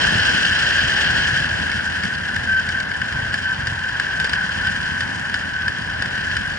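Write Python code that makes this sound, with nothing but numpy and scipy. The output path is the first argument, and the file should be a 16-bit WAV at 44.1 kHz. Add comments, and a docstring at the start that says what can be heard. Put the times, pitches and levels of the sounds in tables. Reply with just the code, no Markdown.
"""A city street between buildings: a motorcycle slows behind other cruisers, heard from a two-port housing on the bike.
Filtered noise makes the traffic; V-twin pulses and puffs, echoed by the fronts, make the throbbing engines.
Decaying low sines thud through the frame where the road has seams.
Close by, the brake pads rasp, hiss and crackle as clumpy noise rings the housing; as their pressure eases,
struck modes and noise snaps tick, mostly a wheel turn apart, and a gated disc tone squeals in short spells."""
import sys
import numpy as np
from scipy import signal
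from scipy.fft import rfft, irfft, next_fast_len
from scipy.io import wavfile
from scipy.ndimage import map_coordinates

SR = 44100
rng = np.random.default_rng(int(sys.argv[2]) if len(sys.argv) > 2 else 0)


def to_wav(sig):
    """Store sig (one row per channel, or 1-D mono) as 16-bit WAV at the path in sys.argv[1].

    Samples outside -1..1 are clipped; the rate is SR.
    """
    pcm = np.clip(np.atleast_2d(sig), -1, 1) * 32767
    pcm = np.round(pcm).astype(np.int16)
    wavfile.write(sys.argv[1], SR, pcm.T)  # frames by channels


N = 290178


def clock():
    """The time of each sample in seconds."""
    return np.arange(N) / SR


def amp(db):
    """Decibels to gain."""
    return 10 ** (np.asarray(db) / 20)


def unit(x):
    """Scaled to rms 1."""
    return x / np.sqrt(np.mean(x ** 2) + 1e-20)


def along(points, hz):
    """(Hz, value) points read on a log frequency axis."""
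    point_hz, values = np.transpose(points)
    return np.interp(np.log(hz + 1), np.log(point_hz), values)


def curve(rows):
    """(time_s, value) rows drawn out to one value per sample."""
    time_s, values = np.transpose(rows)
    return np.interp(clock(), time_s, values)


def wobble(rate):
    """A smooth random curve, rate knots a second."""
    knots = rng.standard_normal(N // 8)
    return map_coordinates(knots, [clock() * rate], mode="wrap")


def filtered(x, response):
    """x times a complex response of frequency."""
    size = 2 * next_fast_len(N // 2 + SR // 4)
    hz = np.fft.rfftfreq(size, 1 / SR)
    return irfft(rfft(x, size) * response(hz), size)[..., :N]


def ring(x, spectrum):
    """x through a causal, minimum-phase body with this spectrum."""
    def response(hz):
        cepstrum = irfft(np.log(amp(along(spectrum, hz))))
        half = len(cepstrum) // 2
        # folding the cepstrum forward in time makes the body causal
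        return np.exp(rfft(2 * cepstrum[:half], 2 * half) - cepstrum[0])
    return filtered(x, response)


def spread(pair, alike):
    """Two unrelated signals become left and right with a given likeness at each frequency."""
    def mid_side_gains(hz):
        turn = np.arccos(np.clip(along(alike, hz), -1, 1)) / 2
        return np.array([np.cos(turn), np.sin(turn)])
    mid, side = filtered(pair, mid_side_gains)
    return np.array([mid + side, mid - side])


# Likeness of left and right for the diffuse street sound: freq_hz, likeness (-1 to 1)
STREET_LIKENESS = [(60, 0.36), (250, 0.87), (340, -0.21), (480, -0.6), (620, -0.16), (770, -0.59),
                   (900, 0.097), (1050, 0.1), (1400, -0.42)]


def street(x, t60, wet_db):
    """Direct sound plus the diffuse answer of the building fronts, a decaying noise tail (t60 in s)."""
    t = np.arange(SR // 2) / SR
    tail = rng.standard_normal((2, len(t))) * amp(-60 * t / t60)
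    echo = signal.fftconvolve(x[None], tail, axes=1)[:, :N]
    diffuse = unit(spread(echo, STREET_LIKENESS))
    return unit(unit(x) + amp(wet_db) * diffuse)


def v_twin(crank_hz, pipe, rough, blow):
    """Two unevenly spaced firings every two crank turns, each a pulse and a puff of gas through the pipe."""
    cycles = np.cumsum(crank_hz) / SR / 2 + rng.random()
    whole = np.arange(1, int(cycles[-1]))
    firing = np.concatenate([whole, whole + 315 / 720])  # the second cylinder fires 315 degrees later
    at = np.interp(firing, cycles, np.arange(N)).astype(int)
    strength = 1 + rough * rng.standard_normal(N)[at]
    pulses = np.bincount(at, strength, N)
    puff_decay = np.exp(-np.arange(SR // 20) / SR / 0.0076)
    puffs = signal.fftconvolve(pulses, puff_decay)[:N] * rng.standard_normal(N)
    return unit(ring(unit(pulses) + blow * unit(puffs), pipe))


# Likeness of the brake sound at the two ports: freq_hz, likeness (-1 to 1)
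PORT_LIKENESS = [(1400, 0.96), (1850, 1), (2400, 0.49), (5000, 0.94), (6500, 0.25)]
# Level difference between the ports: freq_hz, left_minus_right_db
PORT_TILT = [(1300, 1), (1800, 3), (2700, 1.5), (3250, -0.5), (5000, 0)]
# Phase difference between the ports: freq_hz, left_lead_rad
PORT_LEAD = [(1400, 1.09), (2100, 0.44), (2500, 2), (3200, 1.84), (3500, 4), (4300, 2.5), (5000, 0),
             (5900, 1.5), (7400, 0), (9500, 0.6)]


def ports(pair):
    """Vibration of the housing reaches the two ports at different phases and strengths."""
    half = np.array([[.5], [-.5]])

    def port_response(hz):
        gain = amp(half * along(PORT_TILT, hz))
        return gain * np.exp(1j * half * along(PORT_LEAD, hz))
    return filtered(spread(pair, PORT_LIKENESS), port_response)


# Colour of the tyre rumble: freq_hz, density_db (per Hz, relative)
RUMBLE_COLOUR = [(15, -41), (45, 3), (200, 0.5), (330, -3.5), (470, -1), (640, -1), (780, 0.5), (900, -4.5),
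                 (2200, -5.5), (5000, -17), (11000, -66)]
# Colour of the tread hum: freq_hz, density_db (per Hz, relative)
TREAD_COLOUR = [(500, -24.5), (700, -13.5), (780, 6.5), (870, 0), (990, 6), (1220, -2.5), (1700, 0.5),
                (3000, -36.5)]
# Course of the tyre noise, the base for rumble and hum: time_s, level_db
ROAD_LEVEL = [(0.0, -36), (0.4, -41), (1.28, -39), (1.98, -44.5), (3.92, -46.5), (4.45, -45.5), (5.44, -48),
              (6.58, -44.5)]
RUMBLE_DB, TREAD_DB = 11, 1.5  # offsets from the road level
RUMBLE_SWAY_DB, TREAD_SWAY_DB = 1.1, 0.77
ROUGH_DB, ROUGH_S = 0.46, 0.077  # broken asphalt around each seam: lift and half width
ONCOMING_AT_S, ONCOMING_S, ONCOMING_DB = 4.47, 1.33, -36.5  # nearest moment, time to fall 3 dB, hum level


def traffic():
    """Tyres rumble and their treads hum, louder on broken asphalt; the hum swells as oncoming cars pass."""
    def roar(colour):
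        noise = rng.standard_normal((2, N))
        return unit(spread(ring(noise, colour), STREET_LIKENESS))
    t = clock()
    rough_patches = sum(np.exp(-((t - s) / ROUGH_S) ** 2) for s, _ in SEAMS)
    road_db = curve(ROAD_LEVEL) + ROUGH_DB * rough_patches
    oncoming = amp(ONCOMING_DB) / np.hypot(1, (t - ONCOMING_AT_S) / ONCOMING_S)
    hum_level = np.hypot(amp(road_db + TREAD_DB), oncoming)
    rumble = roar(RUMBLE_COLOUR) * amp(road_db + RUMBLE_DB + RUMBLE_SWAY_DB * wobble(8))
    hum = roar(TREAD_COLOUR) * hum_level * amp(TREAD_SWAY_DB * wobble(11))
    return rumble + hum


# Colour of the distant exhausts: freq_hz, gain_db
FAR_EXHAUST_COLOUR = [(20, -25), (50, -6), (85, 0.5), (130, -1), (175, 1), (262, -2), (300, -9), (600, -22),
                      (1500, -33.5)]
# Course of the bikes ahead: time_s, level_db
CRUISER_LEVEL = [(0, -27), (.7, -34), (1.4, -33.5), (1.85, -33), (2.9, -37.5), (3.3, -35), (3.95, -39.5),
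                 (4.45, -34.5), (5.6, -35.5), (6.15, -37), (6.58, -33)]
LEFT_LEAD_S = 0.00079


def cruisers():
    """A group of V-twins ahead, each wandering about its own crank speed, echoes between the fronts."""
    group = np.zeros(N)
    for centre_hz in (27, 36, 43):  # crank turns a second
        crank_hz = centre_hz * np.exp(.12 * wobble(2.5))
        group += v_twin(crank_hz, FAR_EXHAUST_COLOUR, rough=.45, blow=1.1)
    pair = amp(curve(CRUISER_LEVEL)) * street(group, t60=0.54, wet_db=-3)
    # they ride to the left, so the left side hears them first
    sides = np.array([[1], [-1]])
    return filtered(pair, lambda hz: np.exp(1j * np.pi * hz * LEFT_LEAD_S * sides))


# Engine speed before its random drift: time_s, crank_hz (turns a second)
CRANK_SPEED = [(0, 52), (.6, 43.5), (1.5, 39), (3.2, 41.4), (3.7, 44.7), (5.2, 42.5), (5.6, 39.8),
               (6.05, 44)]
# Brief swells of the throb: time_s, half_width_s, lift_db
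THROB_SURGES = [(.11, 0.13, 6), (.52, 0.085, 3), (1.45, 0.14, 7), (3.22, 0.14, 2.5), (3.69, 0.08, 7.5),
                (6.05, 0.12, 5.5), (6.38, .07, 6)]
# Colour of the bike's own exhaust: freq_hz, gain_db
EXHAUST_COLOUR = [(15, -25), (35, -18), (55, -1.5), (82, 5.5), (125, -2), (170, -9.5), (215, -6.5),
                  (265, -12), (330, -23.5), (600, -33), (1500, -55)]
EXHAUST_DB, BOOM_DB = -39.5, -45.5  # base levels, before the surges
CRANK_DRIFT = .025  # wander of the speed, as a share
BOOM_SWAY_DB, THIRD_DB = 3, -4.5  # unevenness of the boom, third order against the second


def own_engine():
    """The V-twin throbs through its pipe; the second and third crank orders boom through the frame."""
    t = clock()
    surge_db = sum(db * np.exp(-((t - s) / width) ** 2) for s, width, db in THROB_SURGES)
    crank_hz = curve(CRANK_SPEED) * (1 + CRANK_DRIFT * wobble(16))
    turn = 2 * np.pi * np.cumsum(crank_hz) / SR
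    second = np.sin(2 * turn) * amp(BOOM_SWAY_DB * wobble(24))
    third = np.sin(3 * turn) * amp(THIRD_DB + BOOM_SWAY_DB * wobble(14))
    boom = second + third
    exhaust = street(v_twin(crank_hz, EXHAUST_COLOUR, rough=0.39, blow=1.0), t60=0.1, wet_db=-8)
    return amp(surge_db) * (amp(EXHAUST_DB) * exhaust + amp(BOOM_DB) * boom)


# Seams in the road: time_s, thud_db (relative)
SEAMS = [(0.154, -14), (.842, -20), (1.33, -18), (1.402, -19.5), (3.157, -20), (3.189, -22), (3.226, -17.5),
         (3.253, -20)]


def bumps():
    """Seams in the road rock the frame: a 112 Hz sine swells and dies within a few cycles."""
    age = np.arange(SR // 20) / SR
    swell = age / 0.0036 * np.exp(1 - age / 0.0035)
    rock = np.sin(2 * np.pi * 112 * age) * swell
    thud = np.zeros(N)
    for s, db in SEAMS:
        thud[round(s * SR):][:len(age)] -= amp(db - 1) * rock
    return thud


# How hard the pads press: time_s, pressure_db
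PAD_PRESSURE = [(0.0, -26.5), (0.48, -26.5), (1.26, -29), (1.45, -32.5), (2.22, -37), (2.67, -37),
                (2.95, -39.5), (3.28, -37), (3.7, -38.5), (4.14, -37), (4.36, -35.5), (4.65, -35),
                (5.46, -39), (5.97, -38.5), (6.17, -36), (6.58, -37.5)]
# Ring of the housing, heard as the rasp: freq_hz, density_db (per Hz, relative)
HOUSING_COLOUR = [(900, -49.5), (1250, -19.5), (1400, -8.5), (1520, 1.5), (1640, 2), (1760, 0), (1900, -9),
                  (2200, -18.5), (2800, -19), (4000, -58.5)]
# Hiss of the pads: freq_hz, density_db (per Hz, relative)
HISS_COLOUR = [(1800, -12), (2270, -9), (2650, 3), (3080, 8), (3330, 2), (3700, -6.5), (4220, -1),
               (4550, -4), (5150, -6.5), (5900, -11.5), (7000, -53)]
# Gritty crackle of the pads: freq_hz, density_db (per Hz, relative)
GRIT_COLOUR = [(3500, -19.5), (4400, -7), (4900, 9), (5300, 5.5), (5900, 8.5), (6400, 3), (7350, 4.5),
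               (8200, -3), (8900, -4.5), (9600, -1), (10400, -19), (11000, -38)]
LIGHT_DB, FULL_BITE_DB = -37, 8.5  # pressure of a light touch; this far above it the rasp stops growing
RASP_DB, RASP_GROWS = -25.5, 0.75  # level at a light touch, dB per dB of pressure; likewise below
HISS_DB, HISS_GROWS = -34, 1.13
GRIT_DB, GRIT_GROWS = -45.5, 0.96
TURN_S, HIGH_SPOT_S, WARP_DB = 0.3345, 4.03, 0.5  # wheel turn, a moment the warp meets the pads, light-touch swell


def rub():
    """Clumps of tiny slips ring the housing, hiss and crackle; pressed harder, pads slide louder and more evenly."""
    press_db = curve(PAD_PRESSURE) - LIGHT_DB
    bite_db = np.minimum(press_db, FULL_BITE_DB)
    looseness = amp(-.45 * np.maximum(press_db, 0))
    warp_db = WARP_DB * looseness * np.cos(2 * np.pi * (clock() - HIGH_SPOT_S) / TURN_S)
    clumps_db = (0.69 * wobble(80) + 0.81 * wobble(450)) * looseness
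    flutter = wobble(130)  # shared by hiss and grit: the treble comes in brief spurts
    spurts_db = 1.5 * wobble(45) + 1.4 * flutter + 2.2 * wobble(900)

    def slips(uneven_db, colour):
        noise = rng.standard_normal((2, N)) * amp(uneven_db)
        return unit(ring(noise, colour))
    rasp = amp(RASP_DB + RASP_GROWS * bite_db) * slips(clumps_db, HOUSING_COLOUR)
    hiss = amp(HISS_DB + HISS_GROWS * press_db) * slips(clumps_db + 2.1 * flutter, HISS_COLOUR)
    grit = amp(GRIT_DB + GRIT_GROWS * press_db) * slips(clumps_db + spurts_db, GRIT_COLOUR)
    return amp(warp_db) * (rasp + hiss + grit)


# High spots of the disc catch the pads: time_s, clack_db (relative), snap_db (relative)
PAD_TICKS = [(1.716, -22, -31.5), (2.0349, -14, -32), (2.3624, -12, -31), (2.6897, -16, -31.5),
             (2.802, -18, -33), (2.915, -14, -41), (3.016, -8.5, -36), (3.1247, -13.5, -37),
             (3.3412, -9.5, -30), (3.6708, -9.5, -30), (3.998, -9.5, -29), (4.1993, -12, -29.5),
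             (4.2443, -14, -28), (4.2947, -23, -30.5), (4.333, -8, -29), (4.6702, -12, -32),
             (5.0066, -10, -29), (5.3419, -8.5, -30), (5.681, -9, -31), (6.0226, -11, -30),
             (6.058, -13, -34), (6.3672, -7.5, -30), (6.4758, -16, -41)]
# Modes of the struck housing: centre_hz, level_db (relative), t60_s
CLACK_MODES = [(1582, -4, 0.028), (1717, -1.5, 0.021), (2550, -15, .014), (2995, -13, 0.027)]
# Colour of the snap: freq_hz, density_db (per Hz, relative)
SNAP_COLOUR = [(1500, -7), (2700, -2), (3500, -1.5), (4200, -5), (5000, 0.5), (6200, -16.5), (6900, -13),
               (8500, -19.5), (9500, -18.5), (11000, -26.5)]
CARRIER_HZ = 2220  # centre of the pad carrier's ring
CARRIER_DB, CARRIER_FADE_DB_PER_S = -12, 5.5  # its strength at the first tick; it weakens as the wheel slows
SNAP_RISE_S, SNAP_FALL_S, SCRAPE_S, SCRAPE_DB = .0014, .0027, .016, -23  # the snap and the scrape trailing it


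def ticks():
    """A pad knocks against its carrier: a brief clack of ringing modes, a gritty noise snap and a scrape after it."""
    clacks, snaps = np.zeros((2, N)), np.zeros((2, N))
    t = np.arange(SR // 25) / SR
    lead = SR // 500  # the snap starts just before the housing swings
    swing_up = (1 - np.exp(-t / 0.0012)) ** 2  # the housing needs a few cycles to swing up
    fall = np.exp(-t / SNAP_FALL_S) + amp(SCRAPE_DB) * np.exp(-t / SCRAPE_S)
    snap_shape = fall * (1 - np.exp(-t / SNAP_RISE_S)) ** 3

    def mode(hz, db, t60):
        detuned_hz = hz * rng.normal(1, 0.013)
        return amp(db - 60 * t / t60) * np.sin(2 * np.pi * detuned_hz * t)
    first_s = PAD_TICKS[0][0]
    for s, clack_db, snap_db in PAD_TICKS:
        start = round(s * SR)
        housing = sum(mode(hz, clack_db + level + 7.5, t60) for hz, level, t60 in CLACK_MODES)
        carrier_db = CARRIER_DB - CARRIER_FADE_DB_PER_S * (s - first_s)
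        carrier = mode(CARRIER_HZ, carrier_db, t60=0.025)
        clacks[0, start:][:len(t)] += (housing + carrier) * swing_up
        snap = amp(snap_db + 28.5) * snap_shape * rng.standard_normal((2, len(t)))
        snaps[:, start - lead:][:, :len(t)] += snap
    return clacks + ring(snaps, SNAP_COLOUR)


# Spells of squeal: start_s, end_s, level_db (relative)
SQUEAL_SPELLS = [(2.483, 2.603, -18.5), (2.742, 2.818, -23), (3.156, 3.34, -32.5), (3.444, 3.543, -23.5),
                 (3.68, 3.917, -37), (4.127, 4.255, -29.5), (4.357, 4.457, -29.5), (4.633, 4.7, -24),
                 (4.826, 4.998, -30.5), (5.51, 5.681, -29), (6.148, 6.26, -31)]
SQUEAL_HZ, SAG_HZ_PER_S = 1559, 5  # the disc's mode at the start, and how fast it sinks
LOCK_S = 0.013  # a squeal takes this long to build or die
FAINT_DB = -36.5  # the mode sings on faintly between spells


def squeal():
    """In spells the slips lock onto one mode of the disc, which sinks as the wheel slows."""
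    t = clock()
    grip = np.full(N, amp(FAINT_DB))
    for start, end, db in SQUEAL_SPELLS:
        grip += amp(db) * np.clip(np.minimum(t - start, end - t) / LOCK_S + .5, 0, 1)
    hz = (SQUEAL_HZ - SAG_HZ_PER_S * t) * (1 + 0.00381 * wobble(90))
    phase = 2 * np.pi * np.cumsum(hz) / SR
    wave = np.sin(phase) + amp(-20.0) * np.sin(2 * phase)
    tone = np.sqrt(2) * grip * amp(0.55 * wobble(160)) * wave
    return np.array([tone, np.zeros(N)])


def scene():
    """Street and engines around the brake close by."""
    surroundings = traffic() + cruisers() + own_engine() + bumps()
    brake = rub() + ticks() + squeal()
    return surroundings + ports(brake)


LOW_CUT_HZ, TOP_HZ = 16, 11050


def record(dry):
    """A gentle low cut thins the deepest rumble, and nothing passes above the band limit."""
    return filtered(dry, lambda hz: hz / np.hypot(hz, LOW_CUT_HZ) * (hz < TOP_HZ))


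dry = scene()
out = record(dry)
to_wav(out)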